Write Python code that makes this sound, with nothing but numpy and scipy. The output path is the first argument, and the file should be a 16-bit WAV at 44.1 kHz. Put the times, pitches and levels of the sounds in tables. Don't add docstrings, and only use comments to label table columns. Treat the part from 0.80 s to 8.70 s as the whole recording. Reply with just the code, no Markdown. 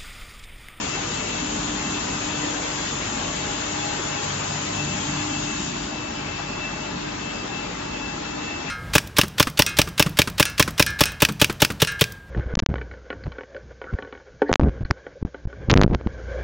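import sys
import numpy as np
from scipy import signal
from scipy.fft import rfft, irfft
from scipy.io import wavfile
from scipy.ndimage import uniform_filter1d

SR = 44100
rng = np.random.default_rng(int(sys.argv[2]) if len(sys.argv) > 2 else 0)


def unload_wav(signal):
    wavfile.write(
        sys.argv[1],
        SR,
        np.round(np.clip(np.atleast_2d(signal).T, -1, 1) * 32767).astype(np.int16),
    )


N = 348390
T = np.arange(N) / SR
BINS = np.arange(N // 2 + 1) * SR / N
SIDES = np.array([[1], [-1]])
TOP_HZ = 7500

# frequency in Hz, likeness (1 same, -1 opposite).
LIKENESS = [(30, 1), (110, 1), (140, .998), (190, .988), (280, .85), (380, .5), (450, 0), (530, -.46),
            (660, -.38), (900, .05), (1350, .37), (1750, .15), (2050, -.15), (2500, -.22), (3000, .2),
            (3450, .22), (4000, -.12), (5000, .02)]
# frequency in Hz, left minus right in dB.
LEAN = [(180, 0), (310, .6), (500, 2), (620, 3.6), (1100, 1.5), (1700, 4), (3000, 4.7), (3800, 4.3),
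        (5000, 5), (7500, 4.6)]


def undb(db):
    return 10 ** (np.asarray(db) / 20)


def curves(table):
    s, *columns = np.transpose(table)
    return np.squeeze([np.interp(T, s, c) for c in columns])


def at(table, hz):
    f, value = np.transpose(table)
    return np.interp(np.log(hz + 1e-9), np.log(f), value)


def unit(x):
    return x / np.sqrt(np.mean(x ** 2))


def walk(rate):
    smoothing = np.exp(-(BINS / rate) ** 2 / 2)
    return unit(irfft(rfft(rng.standard_normal(N)) * smoothing, N))


def in_hall(pair, gain):
    mid, side = rfft(pair) * gain
    alike = np.clip(at(LIKENESS, BINS), -1, 1)
    both = mid * np.sqrt(1 + alike) + SIDES * side * np.sqrt(1 - alike)
    return unit(irfft(both * undb(SIDES * at(LEAN, BINS) / 2), N))


def turbulence(colour, flutter_db, rate):
    octave = np.log2(np.maximum(BINS, 1) / TOP_HZ)
    white, out = rfft(rng.standard_normal((2, N))), 0
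    for k in range(9):
        band = irfft(white * np.maximum(1 - abs(octave + k), 0), N)
        out = out + band * undb(flutter_db * walk(rate))
    return in_hall(out, undb(at(colour, BINS)))


def tone(hz, scatter, rate, spread=1):
    mid, side = (1 + scatter * (walk(rate) + 1j * walk(rate)) for _ in range(2))
    alike = np.clip(at(LIKENESS, hz), -1, 1)
    both = mid * np.sqrt(1 + alike) + 1j * SIDES * spread * side * np.sqrt(1 - alike)
    carrier = np.exp(2j * np.pi * (hz * T + rng.random()))
    return unit((both * carrier).real * undb(SIDES * at(LEAN, hz) / 2))


def swelling(swells, rest_db, rest_lean_db):
    gain = undb(rest_db + SIDES * rest_lean_db / 2)
    for s, length_s, db, lean_db in swells:
        inside = np.exp2(-np.abs(2 * (T - s) / length_s) ** 3)
        target = undb(db) * unit(undb(SIDES * lean_db / 2))
        gain = gain + inside * (target - gain)
    return gain


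def fans(low_db=-30.5, split_hz=410):
    # frequency in Hz, relative strength in dB.
    colour = [(25, -7), (60, 1.5), (150, -1.5), (330, 0), (410, 5.5), (510, -0.5), (620, 3.5), (730, 0.5),
              (900, 2.5), (1400, -1), (2100, -3), (3200, -6), (5500, -10), (7500, -22.5)]
    # time in seconds, level in dB.
    upper_levels = [(0, -29.5), (.6, -30), (1.5, -29.5), (2.7, -30), (3.5, -29), (4.05, -30.5),
                    (4.5, -30.5), (5.1, -32.5), (5.55, -31.5), (5.9, -32), (7.9, -32.5)]
    roar = turbulence(colour, flutter_db=.7, rate=18)
    low = irfft(rfft(roar) / (1 + (BINS / split_hz) ** 6), N)
    return low * undb(low_db) + (roar - low) * undb(curves(upper_levels))


def sheet(facing_db=-30.5, away_db=-40, turn_s=4.82, turn_length_s=0.4,
          crinkles_per_s=120, crinkle_db=-14, fizz_s=0.0028):
    # frequency in Hz, relative strength in dB.
    colour = [(500, -28.5), (1200, -17.5), (2200, -3.5), (3100, 0), (3700, -2), (4400, -5), (5400, -5),
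              (5900, -2.5), (6500, 3), (7050, 5.5), (7500, 2)]
    hiss = turbulence(colour, flutter_db=.45, rate=14)
    snaps = (rng.random(N) < crinkles_per_s / SR) * rng.exponential(size=N)
    power = signal.lfilter([1], [1, -np.exp(-1 / (fizz_s * SR))], snaps + 1e-18)
    crinkle = in_hall(np.sqrt(power) * rng.standard_normal((2, N)), undb(at(colour, BINS)))
    turned = np.clip((T - turn_s) / turn_length_s, 0, 1)
    db = facing_db + turned * (away_db - facing_db) + .2 * walk(16)
    return (hiss + undb(crinkle_db) * crinkle) * undb(db)


def churning(x, band_hz=130, swell_s=.035):
    # frequency in Hz, typical swing in dB.
    swings = [(300, .6), (550, 1.4), (1000, .7), (1600, 1.3), (2300, 1.8), (4000, 1.8), (7000, 1.3)]
    hz, s, bands = signal.stft(x, SR, nperseg=1024)
    chance = rng.standard_normal((len(hz), len(s)))
    for size, axis in ((round(band_hz / hz[1]), 0), (round(swell_s / s[1]), 1)):
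        chance = uniform_filter1d(uniform_filter1d(chance, size, axis=axis), size, axis=axis)
    gain = undb(at(swings, hz)[:, None] * unit(chance))
    gain = gain / np.sqrt(np.mean(gain ** 2, axis=1, keepdims=True))
    return signal.istft(bands * gain, SR)[1][:, :N]


def surfaces(x, delays_s=(.0037, .0083, .0141), sway_s=.00022, echo=0.15):
    out = x
    for delay_s in delays_s:
        then = T - delay_s - sway_s * walk(0.67)
        out = out + echo * np.array([np.interp(then, T, channel) for channel in x])
    return out


def frame(hum_boost_db=0.2):
    # time in seconds, level in dB.
    levels = [(0, -36.5), (.42, -38), (.62, -36.5), (1.68, -36.5), (1.86, -44), (2.35, -37), (3.15, -41),
              (3.8, -43), (4.1, -36), (4.65, -37.5), (4.92, -32.5), (5.1, -39.5), (6.9, -40.5),
              (7.9, -40.5)]
    # frequency in Hz, relative strength in dB.
    colour = [(100, -9.5), (150, -6), (190, -2), (280, -1.5), (350, -10.5), (480, -21), (1000, -45.5)]
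    # pitch in Hz, base level in dB, share of the rumble's swell (0-1).
    hums = [(48.7, -48.5, 0), (182.3, -49, 1), (222.5, -49.5, .9), (249.5, -53, .8), (264, -53, .5),
            (275.6, -51.5, .5), (336, -54, .5), (599.6, -50.5, .1), (877, -55, 0), (899, -57, 0),
            (1199, -57.5, 0), (1383, -58, 0)]
    db = curves(levels)
    out = turbulence(colour, flutter_db=-0.4, rate=1.3) * undb(db)
    for hz, base_db, share in hums:
        hum_db = base_db + hum_boost_db + share * (db - db.mean())
        out = out + tone(hz, scatter=.4, rate=0.62) * undb(hum_db)
    return out


def gearbox(tones_db=-1, churn_db=-7.0):
    # time in seconds, level in dB.
    levels = [(0, -39), (.7, -40.5), (1.6, -40), (3.2, -38), (3.6, -34.5), (4.56, -33), (4.72, -44.5),
              (5.55, -40.5), (7.1, -43.5), (7.9, -45)]
    # pitch in Hz, relative level in dB.
    shafts = [(74, -17), (99.6, -7.5), (144.3, -8), (148, -5), (178, -11), (200, -14)]
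    # frequency in Hz, relative strength in dB.
    colour = [(30, -17), (65, -13.5), (100, 1.5), (125, 2), (150, 3), (190, -10), (400, -48)]
    tones = sum(tone(hz, scatter=0.25, rate=2.2) * undb(db) for hz, db in shafts)
    churn = turbulence(colour, flutter_db=0.5, rate=6.9)
    return (undb(tones_db) * tones + undb(churn_db) * churn) * undb(curves(levels))


def motors(motor_hz=299.6, blower_hz=825.6, guard_hz=600):
    # time in seconds, level in dB.
    motor_levels = [(0, -47), (.25, -49), (.42, -53), (.6, -37.5), (.74, -31.5), (1.08, -35.5), (1.25, -38),
                    (1.42, -36), (1.53, -37), (1.68, -31), (1.88, -40.5), (2.5, -41.5), (3.2, -38.5),
                    (3.3, -40), (3.6, -55), (3.85, -39), (4.55, -36), (4.8, -33), (4.97, -40.5),
                    (5.15, -38), (5.45, -42.5), (5.58, -51), (5.9, -53), (6.12, -40), (6.55, -41),
                    (6.8, -46), (7.35, -40), (7.62, -37.5), (7.9, -45.5)]
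    # time in seconds, spread (1 = as from all around).
    motor_spread = [(0, 0.36), (3.5, 1.3), (4.6, .2), (5.2, 0.46), (5.8, 2.3), (7.9, 1.6)]
    # middle in seconds, length in seconds, level in dB, left minus right in dB.
    blower_swells = [(0.167, 0.2, -46, 21), (.68, .14, -45.5, 10), (1.1, 0.16, -44, -4),
                     (1.462, 0.11, -48, 12), (2.35, 0.091, -39, 0), (2.691, 0.15, -38.5, -7),
                     (3.068, 0.21, -34.5, -1), (3.424, 0.36, -41.5, 3), (3.857, 0.13, -44, -7),
                     (4.169, 0.08, -39, -5), (4.46, 0.3, -43, 12), (4.73, .12, -46, 5),
                     (5.05, .2, -46.5, 1), (5.42, 0.25, -41.5, -5), (5.636, 0.089, -43.5, 16),
                     (5.92, 0.34, -48, -3), (6.74, 0.26, -43, 2), (7.344, 0.15, -40.5, 16),
                     (7.57, 0.2, -47, 12), (7.8, 0.18, -46, 12)]
    # time in seconds, level in dB.
    guard_levels = [(0, -55.5), (3.4, -61), (3.8, -39.5), (4.15, -44), (4.45, -62), (7.9, -52.5)]
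    motor = tone(motor_hz, scatter=.16, rate=4.5, spread=curves(motor_spread))
    blower = tone(blower_hz, scatter=.08, rate=12.0)
    guard = tone(guard_hz, scatter=5.9, rate=10.0)
    return (motor * undb(curves(motor_levels))
            + blower * swelling(blower_swells, rest_db=-52, rest_lean_db=0)
            + guard * undb(curves(guard_levels)))


def drive(whine_hz=2659.5, wander_hz=1.524, rough_db=-13, echo_db=-59):
    # middle in seconds, length in seconds, level in dB, left minus right in dB.
    swells = [(0.157, 0.082, -37, 22), (0.237, 0.06, -48, -2), (0.395, 0.077, -38.5, 27),
              (0.564, 0.14, -37, 15), (0.781, 0.12, -44, -8), (1.07, 0.07, -37.5, 18),
              (1.171, 0.077, -34.5, 19), (1.33, .12, -43, 6), (1.544, 0.09, -39, 20),
              (1.735, 0.07, -46, -12), (1.873, 0.097, -42.5, -8), (2.38, 0.22, -43.5, 13),
              (2.613, 0.081, -41.5, 11), (2.729, 0.11, -43, -13), (2.93, 0.11, -43, 5),
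              (3.062, 0.099, -37, 15), (3.35, 0.08, -38, 20), (3.44, 0.055, -54, -2), (3.52, 0.07, -43, 14),
              (3.63, 0.05, -52, 0), (3.69, 0.17, -42.5, 21), (3.989, 0.088, -31.5, 28),
              (4.09, 0.1, -36.5, 27), (4.208, 0.08, -48, 6), (4.337, 0.1, -40, -7),
              (4.412, 0.076, -37.5, 17), (4.55, 0.075, -34, 14), (4.633, 0.04, -50, 0),
              (4.734, 0.12, -38, 4), (4.95, 0.084, -41.5, -4), (5.058, 0.08, -52, 9),
              (5.22, 0.18, -39.5, 14), (5.38, .1, -45, -3), (5.536, 0.14, -36.5, 25),
              (5.72, 0.074, -37, -28), (5.843, 0.11, -32.5, 3.5), (5.945, 0.03, -36, -20),
              (6.03, 0.15, -39.5, 25), (6.195, 0.18, -45, -12), (6.31, 0.08, -49, 3),
              (6.375, 0.045, -51, -10), (6.465, 0.11, -37, 12), (6.587, 0.1, -39, 12),
              (6.674, 0.064, -47, -14), (6.767, 0.11, -35, 30), (6.855, .05, -41, 15),
              (6.932, 0.06, -53, 7), (7.07, 0.05, -45, 14), (7.14, 0.09, -37, -25),
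              (7.264, 0.09, -34.5, 25), (7.41, 0.072, -54, 5), (7.513, 0.16, -41, 33),
              (7.6, 0.036, -46, -15), (7.7, 0.17, -37, -2), (7.804, 0.06, -40.5, 7), (7.894, 0.05, -39, 18)]
    phase = 2 * np.pi * np.cumsum(whine_hz + wander_hz * walk(1.62)) / SR
    paths = SIDES * 0.45 + 0.65 * walk(2.5)
    roughness = undb(rough_db) * np.array([walk(27) + 1j * walk(35) for _ in range(2)])
    direct = unit(((1 + roughness) * np.exp(1j * (phase + paths))).real)
    echo = tone(whine_hz, scatter=10, rate=9) * undb(echo_db)
    return direct * swelling(swells, rest_db=-47.5, rest_lean_db=8) + echo


def knocks(rise_s=0.0039):
    # start in seconds, level in dB before the rise and fade,
    # pitch in Hz, fade time in seconds, share that rings (0-1).
    hits = [(.222, -26, 295, 0.024, 0.72), (.625, -24, 251, .022, 0.9), (1.66, -35, 725, 0.073, 0),
            (3.192, -19.5, 333, 0.009, 0.7), (5.565, -32.5, 3060, 0.024, 0.1), (5.584, -28, 780, 0.023, 0),
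            (6.16, -28, 183, 0.015, 0.8)]
    out = 0
    for s, db, hz, decay_s, rings in hits:
        age = np.maximum(T - s, 0)
        thud = in_hall(rng.standard_normal((2, N)), np.exp(-np.log2((BINS + 1) / hz) ** 2))
        body = rings * np.sqrt(2) * np.sin(2 * np.pi * hz * age) + (1 - rings) * thud
        out = out + body * undb(db) * (1 - np.exp(-age / rise_s)) * np.exp(-age / decay_s)
    return out


def past_panel(x, node_hz=512, width_hz=88, lift=.45):
    # time in seconds, nearness (0-1).
    nearness = [(3.7, 0), (4.3, 0.3), (4.42, .68), (4.62, 0.92), (5.0, 0.82), (5.15, .15)]
    band = irfft(rfft(x) * np.exp(-((BINS - node_hz) / width_hz) ** 4), N)
    common = band.mean(axis=0)
    near = curves(nearness)
    near = near + (1 - near) * 0.22 * walk(8)
    return x + near * (lift * (band - common) - common)


def scene():
    rush = surfaces(churning(fans() + sheet()))
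    return past_panel(rush + frame() + gearbox() + motors() + drive() + knocks())


def record(dry, low_cut_hz=33):
    thinned = signal.sosfilt(signal.butter(2, low_cut_hz, "high", fs=SR, output="sos"), dry)
    return signal.sosfilt(signal.ellip(14, .1, 90, TOP_HZ, fs=SR, output="sos"), thinned)


dry = scene()
out = record(dry)
unload_wav(out)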